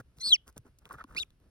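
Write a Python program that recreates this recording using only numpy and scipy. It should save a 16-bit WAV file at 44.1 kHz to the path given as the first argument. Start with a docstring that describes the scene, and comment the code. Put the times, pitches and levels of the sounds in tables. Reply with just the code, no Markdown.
"""In a quiet room, a newly hatched chick peeps twice, close by. Its voice box (the syrinx) has two
sides, which sound alone or together; together they make a fast throb called beating. Between peeps
the chick struggles on cloth: the broken shell ticks and scrapes against the eggs, and its body
bumps softly. The room adds a faint echo and a low rumble."""
import sys
import numpy as np
from scipy import signal
from scipy.fft import rfft, irfft
from scipy.io import wavfile
from scipy.ndimage import uniform_filter1d

SR = 44100
rng = np.random.default_rng(int(sys.argv[2]) if len(sys.argv) > 2 else 0)


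def unload_wav(signal):
    """Save mono or channel-first audio to the path in sys.argv[1] as 16-bit WAV at rate SR, clipped to [-1, 1]."""
    wavfile.write(
        sys.argv[1],
        SR,
        np.round(np.clip(np.atleast_2d(signal).T, -1, 1) * 32767).astype(np.int16),
    )


N = 66150

# The low and high side of the voice box in each peep
# (t/s, f/Hz, level/dB, first overtone against the main tone/dB, left over right/dB)
LONG_LOW = [(.198, 4037, -60, -12, 2.5), (.212, 4130, -43, -14.5, 5), (.229, 4200, -40, -19, 1.5),
            (.236, 4002, -44, -11, -0.5), (.28, 3994, -36, -4.5, 0.5), (.296, 4022, -32.5, -4, -1),
            (.2995, 4099, -42.5, -10.5, 0.5), (.303, 4110, -30, -9.5, 3), (.319, 3893, -24, -20, 1.5),
            (.324, 3363, -17.5, -23, 7), (.329, 3364, -13.5, -30.5, 4.5), (.336, 3061, -14, -16.5, -4),
            (.349, 2849, -25.5, -7, 1), (.358, 2450, -42, 7.5, -5), (.366, 1980, -52.5, -5, -2)]
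LONG_HIGH = [(0.232, 4251, -38, -15, 2), (0.254, 4370, -32.5, -12, 2), (0.262, 4420, -30, -11.5, 2),
             (.28, 4430, -32, -13, 2), (0.292, 4364, -36.5, -20.5, 3), (.296, 4447, -31.5, -19.5, 3),
             (0.2991, 4127, -48, -20, 3), (0.304, 4250, -30, -20, 3), (.306, 4250, -44, -21, 3)]
SHORT_LOW = [(1.163, 1960, -45, -3.5, -1), (1.168, 2225, -39.5, -2, -4), (1.175, 2502, -37, -3, -17.5),
             (1.182, 2580, -31.5, -7, -3.5), (1.187, 2819, -31.5, -35, -7), (1.2, 3003, -54.5, -25, 16)]
SHORT_HIGH = [(1.186, 4150, -50.5, -15, 15), (1.19, 4300, -49, -44, 3), (1.198, 4400, -38, -33, -24),
              (1.2011, 3580, -30.5, -12.5, 11), (1.204, 3790, -33.5, -20, 12),
              (1.213, 3860, -33.5, -24.5, 8), (1.222, 3620, -37.5, -6.5, 4), (1.23, 3270, -38.5, -11, 0),
              (1.236, 2300, -41.5, -20.5, -9)]
def peeps():
    """The chick pushes air through its voice box: one long peep, then a short one."""
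    long_peep = voice_box(LONG_LOW, LONG_HIGH, overtone_step_db=-18.5)
    return long_peep + voice_box(SHORT_LOW, SHORT_HIGH, overtone_step_db=-10.5)


# Extra tones appear as the wave repeats only every few cycles (start/s, end/s, cycles, level/dB)
PITCH_SPLITS = [(.199, .208, 3, -3), (.207, .222, 2, -3), (.221, .229, 3, -16)]
# The voice turns hoarse (start/s, end/s, rasp level/dB)
HOARSE_SPELLS = [(.198, .209, -8), (.209, .245, -24), (.245, .29, -25), (.29, .305, -14),
                 (1.163, 1.184, -18), (1.184, 1.201, -11), (1.201, 1.235, -25)]
# Tone colour (which pitches are strong) of the rasp, and of throat and beak (f/Hz, level/dB)
RASP_COLOUR = [(1500, -40.5), (2700, -21.5), (3600, -5.5), (4600, -6), (6000, -15), (8500, -19),
               (12000, -24), (16000, -32.5)]
THROAT_COLOUR = [(1000, -6.5), (2000, 2.5), (4000, 0), (6000, 1), (7000, -0.5), (8300, -3), (10500, 1.5),
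                 (12300, 2), (14000, -12.5), (16000, -9.5)]
def voice_box(low, high, overtone_step_db):
    """Both sides share one air stream, so they throb, bend each other and add a higher tone."""
    sides = voice_side(low, overtone_step_db), voice_side(high, overtone_step_db)
    (low_phase, low_size, _, _), (high_phase, high_size, _, _) = sides
    balance = 2 * low_size * high_size / (low_size ** 2 + high_size ** 2 + 1e-18)  # 1 if equally loud
    throb = 1 + .28 * balance * np.cos(high_phase - low_phase)
    bend = .96 * balance * np.sin(high_phase - low_phase)
    hoarseness = undb(-37) + sum(undb(db) * gate(start, end) for start, end, db in HOARSE_SPELLS)
    # The higher tone lies at the two frequencies added together.
    voice = undb(-15) * np.sqrt(low_size * high_size) * np.cos(low_phase + high_phase)
    for phase, size, ears, overtones in sides:
        split = sum(undb(db) * gate(start, end) * np.cos(phase * (1 + 1 / cycles))
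                    for start, end, cycles, db in PITCH_SPLITS)
        split *= 1 + .44 * np.cos(phase)
        rasp = hoarseness * noise(RASP_COLOUR)
        voice = voice + size * throb * (ears * np.cos(phase + bend) + overtones + split + rasp)
    return np.sqrt(2) * colour(voice, THROAT_COLOUR)


def voice_side(curve, overtone_step_db):
    """One side vibrates a little unsteadily, with overtones at 2 to 6 times its frequency."""
    times, *columns = np.array(curve).T
    hz, db, overtone_db, left_db = (np.interp(np.arange(N) / SR, times, c) for c in columns)
    hz = hz * (1 + .0046 * wobble(450))
    phase = 2 * np.pi * np.cumsum(hz) / SR
    size = undb(db + .2 * wobble(160)) * gate(times[0], times[-1])
    ears = undb(np.array([left_db, -left_db]) / 2)
    ears = ears / np.sqrt(np.mean(ears ** 2, axis=0))
    overtones = sum(undb(overtone_db + overtone_step_db * (k - 2)) * np.cos(k * phase) * (k * hz < SR / 2)
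                    for k in range(2, 7))
    return phase, size, ears, overtones


# Cracks in the shell (t/s, level/dB, dull part against bright part/dB)
SHELL_CRACKS = [(.1715, -58.5, 1), (.1855, -54, 5.5), (.472, -58, -3.5), (.479, -41.5, -10),
                (.499, -54, -24), (.527, -62, -12), (.566, -59.5, 5.5), (.5787, -33.5, -23),
                (.667, -64.5, -10.5), (.787, -52, -13.5), (.790, -53.5, -16.5), (.855, -49.5, 4),
                (.891, -51.5, -2), (.923, -55, 2), (.929, -40.5, -20), (.939, -59, -1), (1.0405, -52, 6.5),
                (1.149, -49.5, 7), (1.305, -61, 2), (1.401, -66, -16.5)]
# The bright and the dull part of a crack (f/Hz, level/dB)
CRACK_BRIGHT = [(1000, -33), (4000, -13), (5500, -1.5), (7200, -0.5), (9500, -2.5), (12000, -5),
                (14000, -3.5), (16000, -4)]
CRACK_DULL = [(300, -2.5), (1300, -6.5), (3000, 2.5), (5000, -6.5), (8000, -37), (16000, -44)]
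def shell_ticks():
    """The brittle shell edge cracks: a sharp snap, then a short crumbling tail."""
    snap_s, tail_s = .0006, .004
    out = 0
    for start, db, dull_db in SHELL_CRACKS:
        age = since(start)
        fade = (age > 0) * (np.exp(-age / snap_s) + undb(-19) * np.exp(-age / tail_s))
        out = out + undb(db) * fade * (noise(CRACK_BRIGHT) + undb(dull_db) * noise(CRACK_DULL))
    return out


# The shell slips on an egg (t/s, level/dB, f/Hz)
SHELL_SLIPS = [(.002, -45, 1451), (0.9088, -34, 1098), (.912, -40.5, 1350), (0.919, -42, 1087),
               (.938, -45, 1450), (0.9462, -42.5, 1250), (.952, -48, 1310), (.9855, -44, 1420),
               (1.002, -40, 1400), (1.008, -39, 1254), (1.0128, -37, 1350), (1.0408, -42.5, 1055),
               (1.108, -49, 1250)]
def shell_slips():
    """Each slip makes the hollow shell ring briefly at two pitches."""
    return sum(undb(db) * (ring(start, hz, rise_s=.0016) + .32 * ring(start, hz * 1.3, rise_s=.0016))
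               for start, db, hz in SHELL_SLIPS)


# The chick's pushes (t/s, length/s, shell rub/dB, cloth/dB, crackle/dB)
PUSHES = [(-.012, .028, -49, -48.5, -60), (0.162, 0.076, -73, -69, -64.5), (0.243, 0.052, -59, -58, -92),
          (0.462, 0.046, -61, -62, -63.5), (0.559, 0.029, -61, -49, -63.5), (0.644, 0.049, -67, -59, -74.5),
          (0.803, 0.041, -73.5, -72, -83.5), (0.842, 0.046, -62, -63, -72), (0.893, 0.03, -52.5, -60, -71),
          (0.911, 0.059, -55, -56.5, -65), (0.966, 0.068, -50, -62, -70.5),
          (1.064, 0.12, -61.5, -63.5, -71.5), (1.147, 0.032, -55.5, -54, -68),
          (1.156, 0.1, -67.5, -62.5, -63.5), (1.39, .14, -91, -70, -108.5)]
# Tone colour of rubbed shell and of cloth (f/Hz, level/dB)
RUB_COLOUR = [(200, -28.5), (500, -11.5), (800, -8), (1100, -3), (1250, -3), (1450, -1), (1650, -8),
              (1900, -15.5), (2300, -17.5), (4000, -27), (16000, -56)]
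CLOTH_COLOUR = [(30, -8), (100, -2.5), (300, -1), (500, -5), (800, -13.5), (2000, -27), (16000, -57)]
def scuffles():
    """Each push swells and fades, sounding through the hollow shell, the cloth and the wet down."""
    out = 0
    for layer, curve in enumerate((RUB_COLOUR, CLOTH_COLOUR, CRACK_BRIGHT)):
        effort = sum(undb(levels[layer]) * np.sin(np.pi * np.minimum(since(start) / length, 1))
                     for start, length, *levels in PUSHES)
        out = out + effort * widen(friction(curve), friction(curve), side_db=-12.5)
    return out


def friction(curve, catches_per_s=1700, spread_db=5):
    """Rubbing surfaces catch and let go, making a dense stream of tiny clicks."""
    catches = (rng.random(N) < catches_per_s / SR) * rng.choice([-1, 1], N)
    return unit(colour(catches * undb(spread_db * rng.standard_normal(N)), curve))


# The chick's body bumps down (t/s, level/dB, f/Hz)
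BODY_BUMPS = [(.001, -48.5, 118.7), (0.176, -52, 135), (.272, -55, 170), (0.587, -48, 120),
              (.68, -59.5, 65), (0.937, -52, 70), (.949, -48.5, 128.3), (1.045, -44, 270),
              (1.1, -51.5, 49.9), (1.122, -51.5, 110), (1.165, -53, 142), (1.204, -52, 60)]
def body_bumps():
    """The soft body lands on the cloth with low thuds."""
    return sum(undb(db) * ring(start, hz, rise_s=.7 / hz) for start, db, hz in BODY_BUMPS)


def room_echo(sound, fade_s=.2, cutoff_hz=4000):
    """The room sends back a faint, dull echo, different in each ear."""
    tail = signal.sosfilt(signal.butter(2, cutoff_hz, fs=SR, output="sos"), rng.standard_normal((2, N)))
    tail = tail * np.exp(-np.log(1000) * since(0) / fade_s)  # 60 dB down after fade_s
    tail = tail / np.sqrt(np.sum(tail ** 2) / 2)
    return undb(-37) * signal.fftconvolve(sound, tail, axes=1)[:, :N] / 2


# Tone colour of the rumble: what both ears share, and what differs between them (f/Hz, level/dB)
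RUMBLE_SHARED = [(20, -11), (45, 2.5), (65, 0.5), (90, -8), (130, -7.5), (200, -14.5), (400, -21.5),
                 (800, -32), (1400, -31), (2200, -37.5), (3000, -40), (5500, -39.5), (7300, -48.5),
                 (9000, -41.5), (11500, -42), (13500, -51), (16000, -52)]
RUMBLE_SIDE = [(30, -2), (200, -6), (700, -12), (1500, -17), (2800, -13), (4500, -22), (16000, -35)]
def room_rumble():
    """A quiet, low rumble whose loudness flutters a little."""
    shared = noise(RUMBLE_SHARED) * undb(1.5 * wobble(35))
    return undb(-65) * widen(shared, noise(RUMBLE_SIDE), side_db=-17)


def undb(db):
    """Turn decibels into a number to multiply by."""
    return 10 ** (np.asarray(db) / 20)


def unit(x):
    """Scale to an average strength (rms) of 1."""
    return x / np.sqrt(np.mean(x ** 2))


def colour(x, curve):
    """Turn lows and highs up or down along a curve (f/Hz, level/dB)."""
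    hz, db = np.array(curve, float).T
    f = np.fft.rfftfreq(2 * N, 1 / SR)
    gain = undb(np.interp(np.log(f + 1), np.log(hz + 1), db))
    return irfft(rfft(x, 2 * N) * gain)[..., :N]


def noise(curve):
    """Noise of strength 1 with the given tone colour."""
    return unit(colour(rng.standard_normal(N), curve))


def wobble(turns_per_s):
    """Glide from one random value to the next, with strength 1."""
    hold = max(int(SR / turns_per_s), 1)
    steps = np.repeat(rng.standard_normal(N)[:N // hold + 1], hold)[:N]
    return unit(uniform_filter1d(steps, hold))


def gate(start, end, fade_s=.003):
    """Fade in around the start and out around the end."""
    t = np.arange(N) / SR
    return np.sin(np.pi / 2 * np.clip(np.minimum(t - start, end - t) / fade_s + .5, 0, 1)) ** 2


def since(start):
    """Seconds since a moment, zero before it."""
    return np.maximum(np.arange(N) / SR - start, 0)


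def ring(start, hz, rise_s):
    """A softly pushed object rings: its tone swells, then dies away."""
    age = since(start)
    return age / rise_s * np.exp(1 - age / rise_s) * np.sin(2 * np.pi * hz * age)


def widen(shared, side, side_db):
    """Make a sound wide: add a side signal on the left and subtract it on the right."""
    return shared + undb(side_db) * side * np.array([[1], [-1]])


def scene():
    """Chick and shell over the low rumble of the room."""
    near = peeps() + shell_ticks() + shell_slips() + scuffles() + body_bumps()
    return near + room_echo(near) + room_rumble()


# How far the recorder's stereo processing shifts the left wave ahead of the right (f/Hz, shift/radians)
STEREO_SHIFT = [(0, -0.5), (1030, 1.4), (2150, -1.92), (2760, -2.5), (3450, -4.5), (5080, -5.5),
                (6980, -3.5), (8960, -1.34), (9730, -0.86), (11000, 0.84), (12700, 2), (14700, 3.5),
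                (15700, 10), (16600, 0.5)]
def record(dry):
    """The recorder shifts left against right, differently at each pitch, and cuts the top treble."""
    top_hz = 16400
    hz, radians = np.array(STEREO_SHIFT).T
    shift = np.interp(np.fft.rfftfreq(2 * N, 1 / SR), hz, radians)
    pair = irfft(rfft(dry, 2 * N) * np.exp(1j * np.array([shift, -shift]) / 2))[:, :N]
    return signal.sosfilt(signal.ellip(10, .2, 80, top_hz, fs=SR, output="sos"), pair)


dry = scene()
out = record(dry)
unload_wav(out)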